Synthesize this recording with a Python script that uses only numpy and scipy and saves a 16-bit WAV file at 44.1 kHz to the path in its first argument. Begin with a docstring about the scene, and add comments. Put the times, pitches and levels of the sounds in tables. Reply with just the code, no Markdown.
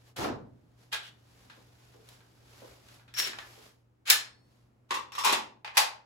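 """A scuffing footfall sounds over an appliance's low hum: a man steps into a small room, clothes rustling.
He draws back the slide of a pistol and lets it slam shut, pushes the pistol into a hard plastic belt
holster and snaps the retention hood over it. Each impact or stroke of friction is a broadband
excitation, filtered by the resonances of the body it acts on. The walls reverberate briefly,
and a two-port microphone picks up the sound."""
import sys
import numpy as np
from scipy import signal
from scipy.fft import rfft, irfft, next_fast_len
from scipy.io import wavfile
from scipy.ndimage import map_coordinates

SR = 44100
rng = np.random.default_rng(int(sys.argv[2]) if len(sys.argv) > 2 else 0)


def dump_mix(stems):
    """Bounce the given channels to the path in sys.argv[1] as a 16-bit WAV at rate SR."""
    frames = np.atleast_2d(stems).T  # one column per channel
    limited = np.clip(frames, -1, 1)  # hard clip at full scale
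    pcm = np.round(limited * 32767).astype(np.int16)
    wavfile.write(sys.argv[1], SR, pcm)


N = 266805
TIME = np.arange(N) / SR
RING_TIME = TIME[:SR]  # time since an impact [s]

# Levels are relative. A crack is the direct sound of an impact, set against its reverberation.
# slow dips of the background: (time [s], level [dB])
BACKGROUND_DIPS = [(0, -2), (2.8, 0), (3.4, -0.5), (3.9, -5.5), (4.12, -6), (4.3, -2), (6.05, -7.5)]
# movements that swish the clothes: (peak time [s], level [dB], half length [s])
SWISHES = [(.01, -67, 0.031), (.08, -62.5, 0.041), (.83, -65.5, 0.055), (1.4, -64.5, 0.14),
           (1.58, -66.5, 0.11), (1.87, -67.5, 0.11), (1.95, -66.5, 1), (2.12, -59, 0.067),
           (2.64, -57, 0.18), (2.92, -58.5, 0.093), (3.48, -55, 0.19), (3.645, -57.5, 0.072),
           (4.55, -73, 0.13)]
# low thuds: footfalls, the dull clunks of the slide being drawn back, the pistol's thump into the holster:
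# (time [s], level [dB], boom frequency [Hz], boom gain [dB])
LOW_THUDS = [(0.185, -37, 117, 13), (.205, -34, 170, 8), (.244, -31, 440, -2), (.285, -34.5, 114, 11.5),
             (1.445, -64, 244, 13), (1.57, -60, 490, 8), (1.944, -55, 440, 17.5), (2.617, -48, 514, 13),
             (3.195, -46, 397, 4), (3.262, -49, 391, 12.5), (3.575, -56.5, 448, 14.5), (5.258, -40, 470, 0)]
# impacts of belt gear and of slide on frame: (time [s], level [dB], tilt [dB/octave], crack [dB])
GEAR_HITS = [(.163, -44.5, 6, 2.5), (.926, -33, 1, 6), (.930, -32, 2, 6.5), (.945, -42, 1.5, 18.5),
             (1.498, -51, -1.5, 6.5), (2.088, -60.5, 7.5, 18), (2.205, -64, -3.5, 11),
             (2.885, -60, 2.5, 13.5), (2.941, -63.5, 8, 12), (2.995, -60.5, -4.5, 11), (3.078, -57, -1, -9)]
SLIDE_HITS = [(3.139, -47, -0.5, 10.5), (3.165, -47.5, -2.5, 5), (3.1855, -29.5, 5, 8.5),
              (3.199, -33, 0.5, 15.5), (3.2715, -35.5, 0, 8.5), (3.332, -46.5, -7, 14.5),
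              (3.386, -42, -6, 16), (4.074, -37, 2, 6), (4.087, -37.5, -4, -5.5), (4.1005, -16, 7, 12.5),
              (4.106, -21, -1.5, 15), (4.1185, -27, 3.5, 6)]
# pistol against holster: (time [s], level [dB], tilt [dB/octave], crack [dB], cavity gain [dB])
HOLSTER_HITS = [(4.9067, -26, -1, 0, 14.5), (4.942, -32, 2, 3, 16.5), (4.970, -40, -2, 11.5, 21),
                (5.120, -46.5, 1.5, 10, 16), (5.151, -41, 1.5, 7.5, 6), (5.180, -31, 0, 10, 27),
                (5.186, -32.5, 3.5, 0, 14), (5.246, -20, 5.5, 2.5, 28), (5.266, -28, -2, -2, -3),
                (5.325, -30, 5, 11.5, 10), (5.331, -27, 1, 10.5, 13)]
# the hood is flicked and snaps shut: (time [s], level [dB], crack [dB])
HOOD_HITS = [(5.6456, -38, 6.5), (5.677, -43.5, 13.5), (5.770, -20.5, 10.5), (5.776, -18, 9.5)]

# strokes of sliding contact: (time [s], length [s], final level [dB], swell [dB])
SOLE_SCUFF = [(.16, 0.079, -34.5, 3.5)]
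GEAR_RUB = [(.914, .013, -38, 15), (1.024, 0.065, -52, -2)]
HOLSTER_RUB = [(4.886, 0.022, -48, 20), (5.12, 0.053, -47, 4.5), (5.234, 0.059, -24, 6),
               (5.3, .045, -35, -2)]
HOOD_SWING = [(5.738, 0.036, -33, 22)]
SLIDE_PULL = [(3.16, 0.032, -32, 10), (3.216, .052, -35, 4.5)]
SLIDE_RUN = [(4.052, .047, -23, 28)]
SPRING_RUB = [(3.136, 0.016, -47, 5), (3.167, .04, -31.5, 5), (3.207, 0.042, -37.5, -1.5),
              (5.12, 0.18, -37.5, 17)]  # the recoil spring, during the pull and again in the holster

# broad spectrum that each source radiates: (frequency [Hz], level [dB])
AIR_SPECTRUM = [(20, -31.5), (50, 1.5), (95, 1.5), (150, -3), (260, -2.5), (500, -9), (1200, -17),
                (4000, -31), (15000, -40)]
THUD_SPECTRUM = [(30, -27), (60, -18), (100, -13), (170, -9), (290, 1), (500, -1.5), (900, -2.5),
                 (1500, -10.5), (2200, -22), (6000, -31.5), (16000, -72.5)]
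CLOTH_SPECTRUM = [(100, -12.5), (400, 3.5), (900, 2), (2000, -1), (5000, -2.5), (8500, -10), (12000, -10.5),
                  (15500, -18), (16500, -32.5)]
GEAR_SPECTRUM = [(100, -33), (300, -22), (700, -6), (1500, -0.5), (2500, -2.5), (3600, 1.5), (6000, -12),
                 (10500, -17.5), (15000, -25), (16500, -40)]
BELT_SPECTRUM = [(100, -27), (160, -33), (210, -3.5), (300, -7.5), (380, 1.5), (470, -9), (580, 0),
                 (800, 3.5), (1400, -27), (6000, -49)]
HOLSTER_SPECTRUM = [(140, -35), (220, -13), (580, -4.5), (700, -11.5), (850, 0), (1400, -1.5), (2500, 0.5),
                    (3800, -1), (4700, -5.5), (7000, -9.5), (11000, -16.5), (15000, -23.5), (16500, -42)]
HOOD_SPECTRUM = [(100, -37.5), (300, -23), (600, -4.5), (1100, 0.5), (1350, -1.5), (1600, 1.5),
                 (2500, -0.5), (3200, -0.5), (4700, -3.5), (7000, -11.5), (11000, -14.5), (15000, -22.5),
                 (16500, -40)]
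SPRING_SPECTRUM = [(200, -46.5), (3000, -34), (5400, 3), (8000, -23), (14000, -11.5), (16500, -36.5)]
STEEL_SPECTRUM = [(90, -53.5), (280, -22), (420, -16.5), (700, -8), (1600, 3.5), (2600, 5), (4000, 4),
                  (6000, -2), (7000, -0.5), (8200, -6), (10600, -7), (15200, -13), (16500, -15.5)]

# resonances of each body: (frequency [Hz], bandwidth [Hz], gain [dB])
GEAR_PEAKS = [(444, 130, 5), (880, 110, 4.3), (1400, 230, 3.6), (1625, 120, 8.1), (1987, 48, 2.6),
              (2470, 150, 5.7), (3310, 47, 4.1)]
HOLSTER_SHELL_PEAKS = [(1065, 310, 8.9), (2460, 120, 8.8), (3980, 220, 1), (5130, 170, 2.4)]
HOLSTER_RIM_PEAKS = [(377, 19, 8.7), (1147, 49, 12), (1920, 230, 2.7), (2717, 100, 5.4), (3500, 44, 8.6),
                     (5400, 56, 1.7)]
HOOD_PEAKS = [(878, 100, 11), (1085, 64, 7.6), (2050, 87, 3), (2500, 190, 6.4), (4620, 130, 2.8)]
SPRING_PEAKS = [(5517, 170, 20), (13800, 250, 19)]
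FRAME_PEAKS = [(1730, 37, 9.5), (1875, 26, 5.5), (3660, 87, 4), (4137, 80, 5), (5230, 86, 9.5),
               (10630, 230, 3)]
# modes of the air in the filled holster and of the pistol: (frequency [Hz], level [dB], t60 [s])
CAVITY_MODES = [(803, -36.5, 0.36), (857, -31, 0.35), (980, -35, 0.23)]
PISTOL_MODES = [(1693, -44, 0.25), (1830, -34, 0.2), (3500, -43, .3), (4030, -31.5, .3),
                (4400, -49.5, 0.74), (5310, -43, 0.49), (6800, -43, .27), (7700, -55, 0.36),
                (8129, -61, 0.78), (8600, -62.5, 0.87), (10500, -35.5, 0.27)]

# reverberation time of the room: (frequency [Hz], t60 [s])
ROOM_T60 = [(100, 1), (300, 0.48), (600, 0.44), (1000, 0.37), (2500, 0.31), (5000, 0.29), (9000, 0.23),
            (15000, 0.17)]
# likeness of a diffuse sound at the two ports: (frequency [Hz], coherence [0 to 1])
PORT_COHERENCE = [(100, .9), (250, .55), (500, .15), (1000, .05), (4500, 0), (7000, .45), (9500, .7),
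                  (11000, .93), (16000, .88)]
# phase difference between the ports: (frequency [Hz], lead of the left [rad])
PORT_PHASE = [(600, 0), (7000, 0), (9200, -3.1), (10700, -6.2), (11600, -6.3), (13300, -9.4),
              (15000, -12.5)]


def amp(db):
    """Amplitude ratio of a level in decibels."""
    return 10 ** (np.asarray(db) / 20)


def unit(x):
    """The signal normalised to an rms of 1."""
    return x / np.sqrt(np.mean(x ** 2) + 1e-20)


def along(points, hz):
    """Interpolation of (frequency [Hz], value) points on a logarithmic frequency axis."""
    freqs, values = np.transpose(points)
    return np.interp(np.log(hz + 1), np.log(freqs + 1), values)


def wobble(rate):
    """Smooth random modulation with `rate` knots a second."""
    return map_coordinates(rng.standard_normal(int(TIME[-1] * rate) + 4), [TIME * rate])


def add(track, start, sound):
    """Superposition: the sound adds to the track from `start` seconds on."""
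    part = track[:, round(start * SR):][:, :sound.shape[1]]
    part += sound[:, :part.shape[1]]


def coloured(x, spectrum, tilt=0, peaks=(), knee_hz=300):
    """Source and filter: a body of unit power gain, with resonances and a tilt above the knee."""
    size = 2 * next_fast_len(x.shape[1] // 2 + 4096)
    hz = np.fft.rfftfreq(size, 1 / SR)
    gain = amp(along(spectrum, hz) + tilt * np.log2(np.maximum(hz, knee_hz)))
    resonances = sum(amp(db) ** 2 / (1 + (2 * (hz - centre) / width) ** 2) ** 1.5
                     for centre, width, db in peaks)
    gain *= np.sqrt(1 + resonances)
    # folding the cepstrum gives a causal, minimum-phase response
    cepstrum = irfft(np.log(unit(gain) + 1e-6))
    cepstrum[1:size // 2] *= 2
    cepstrum[size // 2 + 1:] = 0
    return irfft(rfft(x, size) * np.exp(rfft(cepstrum)))[:, :x.shape[1]]


def knock(crack_db, crack_t60=0.018, build_s=0.001, attack_s=0.0007):
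    """Impulse response: a direct crack, then a diffuse field in which the treble decays first."""
    hz, t, bands = signal.stft(rng.standard_normal((2, len(RING_TIME))), SR, nperseg=256)
    decay = amp(-60 * t / along(ROOM_T60, hz)[:, None])
    tail = signal.istft(bands * decay, SR, nperseg=256)[1][:, :len(RING_TIME)]
    crack = rng.standard_normal(tail.shape) * amp(crack_db - 60 * RING_TIME / crack_t60)
    return crack * (1 - np.exp(-RING_TIME / attack_s)) + tail * (1 - np.exp(-RING_TIME / build_s))


def friction(envelope, grain_db, grain_rate):
    """Stick-slip friction: noise broken into tiny random catches."""
    catches = unit(amp(grain_db * wobble(grain_rate)))
    return catches * envelope * rng.standard_normal((2, N))


def stroke_envelope(strokes, attack_s=0.0071, release_t60=.075):
    """Friction follows sliding speed: each stroke takes hold, swells or eases, and lets go."""
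    envelope = np.zeros(N)
    for start, length, db, swell_db in strokes:
        t = TIME - start
        swell = swell_db * (np.clip(t / length, 0, 1) - 1)
        release = -60 * np.maximum(t - length, 0) / release_t60
        envelope += np.clip(t / attack_s, 0, 1) * amp(db + swell + release)
    return envelope


def rub(strokes, grain_db, direct_db):
    """Friction noise arrives as direct sound plus a reverberant field."""
    force = friction(stroke_envelope(strokes), grain_db, grain_rate=500)
    room = knock(crack_db=0)
    walls = signal.fftconvolve(force, room / np.linalg.norm(room[0]), axes=1)[:, :N]
    return (walls + amp(direct_db) * force) / np.hypot(1, amp(direct_db))


def blows(hits, spectrum, peaks, knee_hz):
    """Impact excitation: contacts share one body's resonances, each with its own brightness and crack."""
    out = np.zeros((2, N))
    for start, db, tilt, crack_db in hits:
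        add(out, start, amp(db) * coloured(knock(crack_db), spectrum, tilt, peaks, knee_hz))
    return out


def hollow_blows(hits, spectrum, width_hz, peaks=()):
    """Impact excitation: each contact also drives a hollow resonance of its own pitch."""
    out = np.zeros((2, N))
    for start, db, tilt, crack_db, hz, boom_db in hits:
        resonances = [*peaks, (hz, width_hz, boom_db)]
        add(out, start, amp(db) * coloured(knock(crack_db), spectrum, tilt, resonances))
    return out


def ringing(hits, modes, waver_rad):
    """Free decay of modes after the hardest contact; reflections make the phase waver at each port."""
    out = np.zeros((2, N))
    start = max(hits, key=lambda hit: hit[1])[0]
    for hz, db, t60 in modes:
        onset_phase = rng.uniform(0, 2 * np.pi, (2, 1))
        phase = onset_phase + waver_rad * np.array([wobble(30), wobble(30)])[:, :len(RING_TIME)]
        add(out, start, amp(db - 60 * RING_TIME / t60) * np.sin(2 * np.pi * hz * RING_TIME + phase))
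    return out


def background(air_db=-65, hum_hz=119.3, hum_db=-66.0):
    """Noise floor: low room noise and an appliance hum, slightly modulated in amplitude and phase."""
    hum = unit((1 + .2 * wobble(20)) * np.sin(2 * np.pi * hum_hz * TIME + .4 * wobble(14)))
    air = amp(air_db) * coloured(rng.standard_normal((2, N)), AIR_SPECTRUM)
    dips = amp(np.interp(TIME, *np.transpose(BACKGROUND_DIPS)))
    return (air + amp(hum_db) * hum) * dips


def clothes():
    """Cloth friction: bell-shaped swells, one a movement, add in power as incoherent sources do."""
    power = sum((amp(db) * np.exp(-((TIME - peak) / half) ** 2)) ** 2 for peak, db, half in SWISHES)
    return coloured(friction(np.sqrt(power), grain_db=1, grain_rate=150), CLOTH_SPECTRUM)


def walker():
    """Friction and impact in walking: a sole scuffs, cloth rustles, belt gear scrapes and ticks."""
    scuff = coloured(rub(SOLE_SCUFF, grain_db=5, direct_db=-5.5), CLOTH_SPECTRUM, tilt=-1.3)
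    rustle = clothes()
    gear_friction = rub(GEAR_RUB, grain_db=1.5, direct_db=7.5)
    scrape = coloured(gear_friction, GEAR_SPECTRUM, tilt=1, peaks=[(2960, 480, 4.8)])
    ticks = blows(GEAR_HITS, GEAR_SPECTRUM, GEAR_PEAKS, knee_hz=903)
    return ticks + scrape + scuff + rustle


def low_thuds(crack_db=0, tilt=.6):
    """Damped low resonances: footfalls, clunks of the drawn slide, the pistol's thump into the holster."""
    hits = [(start, db, tilt, crack_db, hz, boom_db) for start, db, hz, boom_db in LOW_THUDS]
    return hollow_blows(hits, THUD_SPECTRUM, width_hz=100)


def holster(enters_s=5.18, seated_s=5.327, open_hz=1064, filled_hz=852, thump_db=-37.0):
    """Cavity resonance: the holster's note falls as the pistol taps and rubs in, seating with a thump."""
    wall_friction = rub(HOLSTER_RUB, grain_db=2.5, direct_db=0)
    sliding = coloured(wall_friction, HOLSTER_SPECTRUM, tilt=0.33, peaks=HOLSTER_SHELL_PEAKS)
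    taps = []
    for start, db, tilt, crack_db, cavity_db in HOLSTER_HITS:
        cavity_hz = np.interp(start, [enters_s, seated_s], [open_hz, filled_hz])
        taps.append((start, db, tilt, crack_db, cavity_hz, cavity_db))
    out = sliding + hollow_blows(taps, HOLSTER_SPECTRUM, width_hz=166, peaks=HOLSTER_RIM_PEAKS)
    add(out, seated_s, amp(thump_db) * coloured(knock(crack_db=23), BELT_SPECTRUM))
    return out


def hood(neutral_db=-28, tilt_per_db=.5):
    """The hood swings and snaps shut, brighter the harder the impact, exciting the holster's air modes."""
    swing_friction = rub(HOOD_SWING, grain_db=2, direct_db=1.0)
    swing = coloured(swing_friction, HOOD_SPECTRUM, tilt=-1, peaks=HOOD_PEAKS)
    hits = [(start, db, tilt_per_db * (db - neutral_db), crack_db) for start, db, crack_db in HOOD_HITS]
    snaps = blows(hits, HOOD_SPECTRUM, HOOD_PEAKS, knee_hz=2600)
    return swing + snaps + ringing(HOOD_HITS, CAVITY_MODES, waver_rad=0.43)


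def pistol():
    """Drawn against its spring, the slide runs forward; the impact sets the steel in free vibration."""
    pull = coloured(rub(SLIDE_PULL, grain_db=0.0, direct_db=5.5), STEEL_SPECTRUM, tilt=-1.2)
    spring = coloured(rub(SPRING_RUB, grain_db=3, direct_db=8.5), SPRING_SPECTRUM, peaks=SPRING_PEAKS)
    spring *= amp([[3], [-3]])  # louder on the left
    run = coloured(rub(SLIDE_RUN, grain_db=1, direct_db=1.5), STEEL_SPECTRUM, tilt=-2.1)
    contacts = blows(SLIDE_HITS, STEEL_SPECTRUM, FRAME_PEAKS, knee_hz=900)
    return pull + spring + run + contacts + ringing(SLIDE_HITS, PISTOL_MODES, waver_rad=.9)


def scene():
    """Superposition of all sources at the two ports, with pistol, holster and hood slightly to the left."""
    return (pistol() + holster() + hood()) * amp([[.4], [-.4]]) + walker() + low_thuds() + background()


def record(dry, band_limit_hz=16100):
    """Coherence: the ports share bass and top treble; the treble is phase-shifted and band-limited."""
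    size = next_fast_len(N + 8192)
    hz = np.fft.rfftfreq(size, 1 / SR)
    left, right = rfft(dry, size)
    bleed = np.arcsin(np.clip(along(PORT_COHERENCE, hz), 0, 1)) / 2
    pair = np.cos(bleed) * np.array([left, right]) + np.sin(bleed) * np.array([right, left])
    left_lead = np.interp(hz, *np.transpose(PORT_PHASE))
    shift = np.exp(1j * left_lead * np.array([[.5], [-.5]]))
    low_pass = 1 / np.sqrt(1 + (hz / band_limit_hz) ** 160)
    return irfft(pair * shift * low_pass, size)[:, :N]


dry = scene()
out = record(dry)
dump_mix(out)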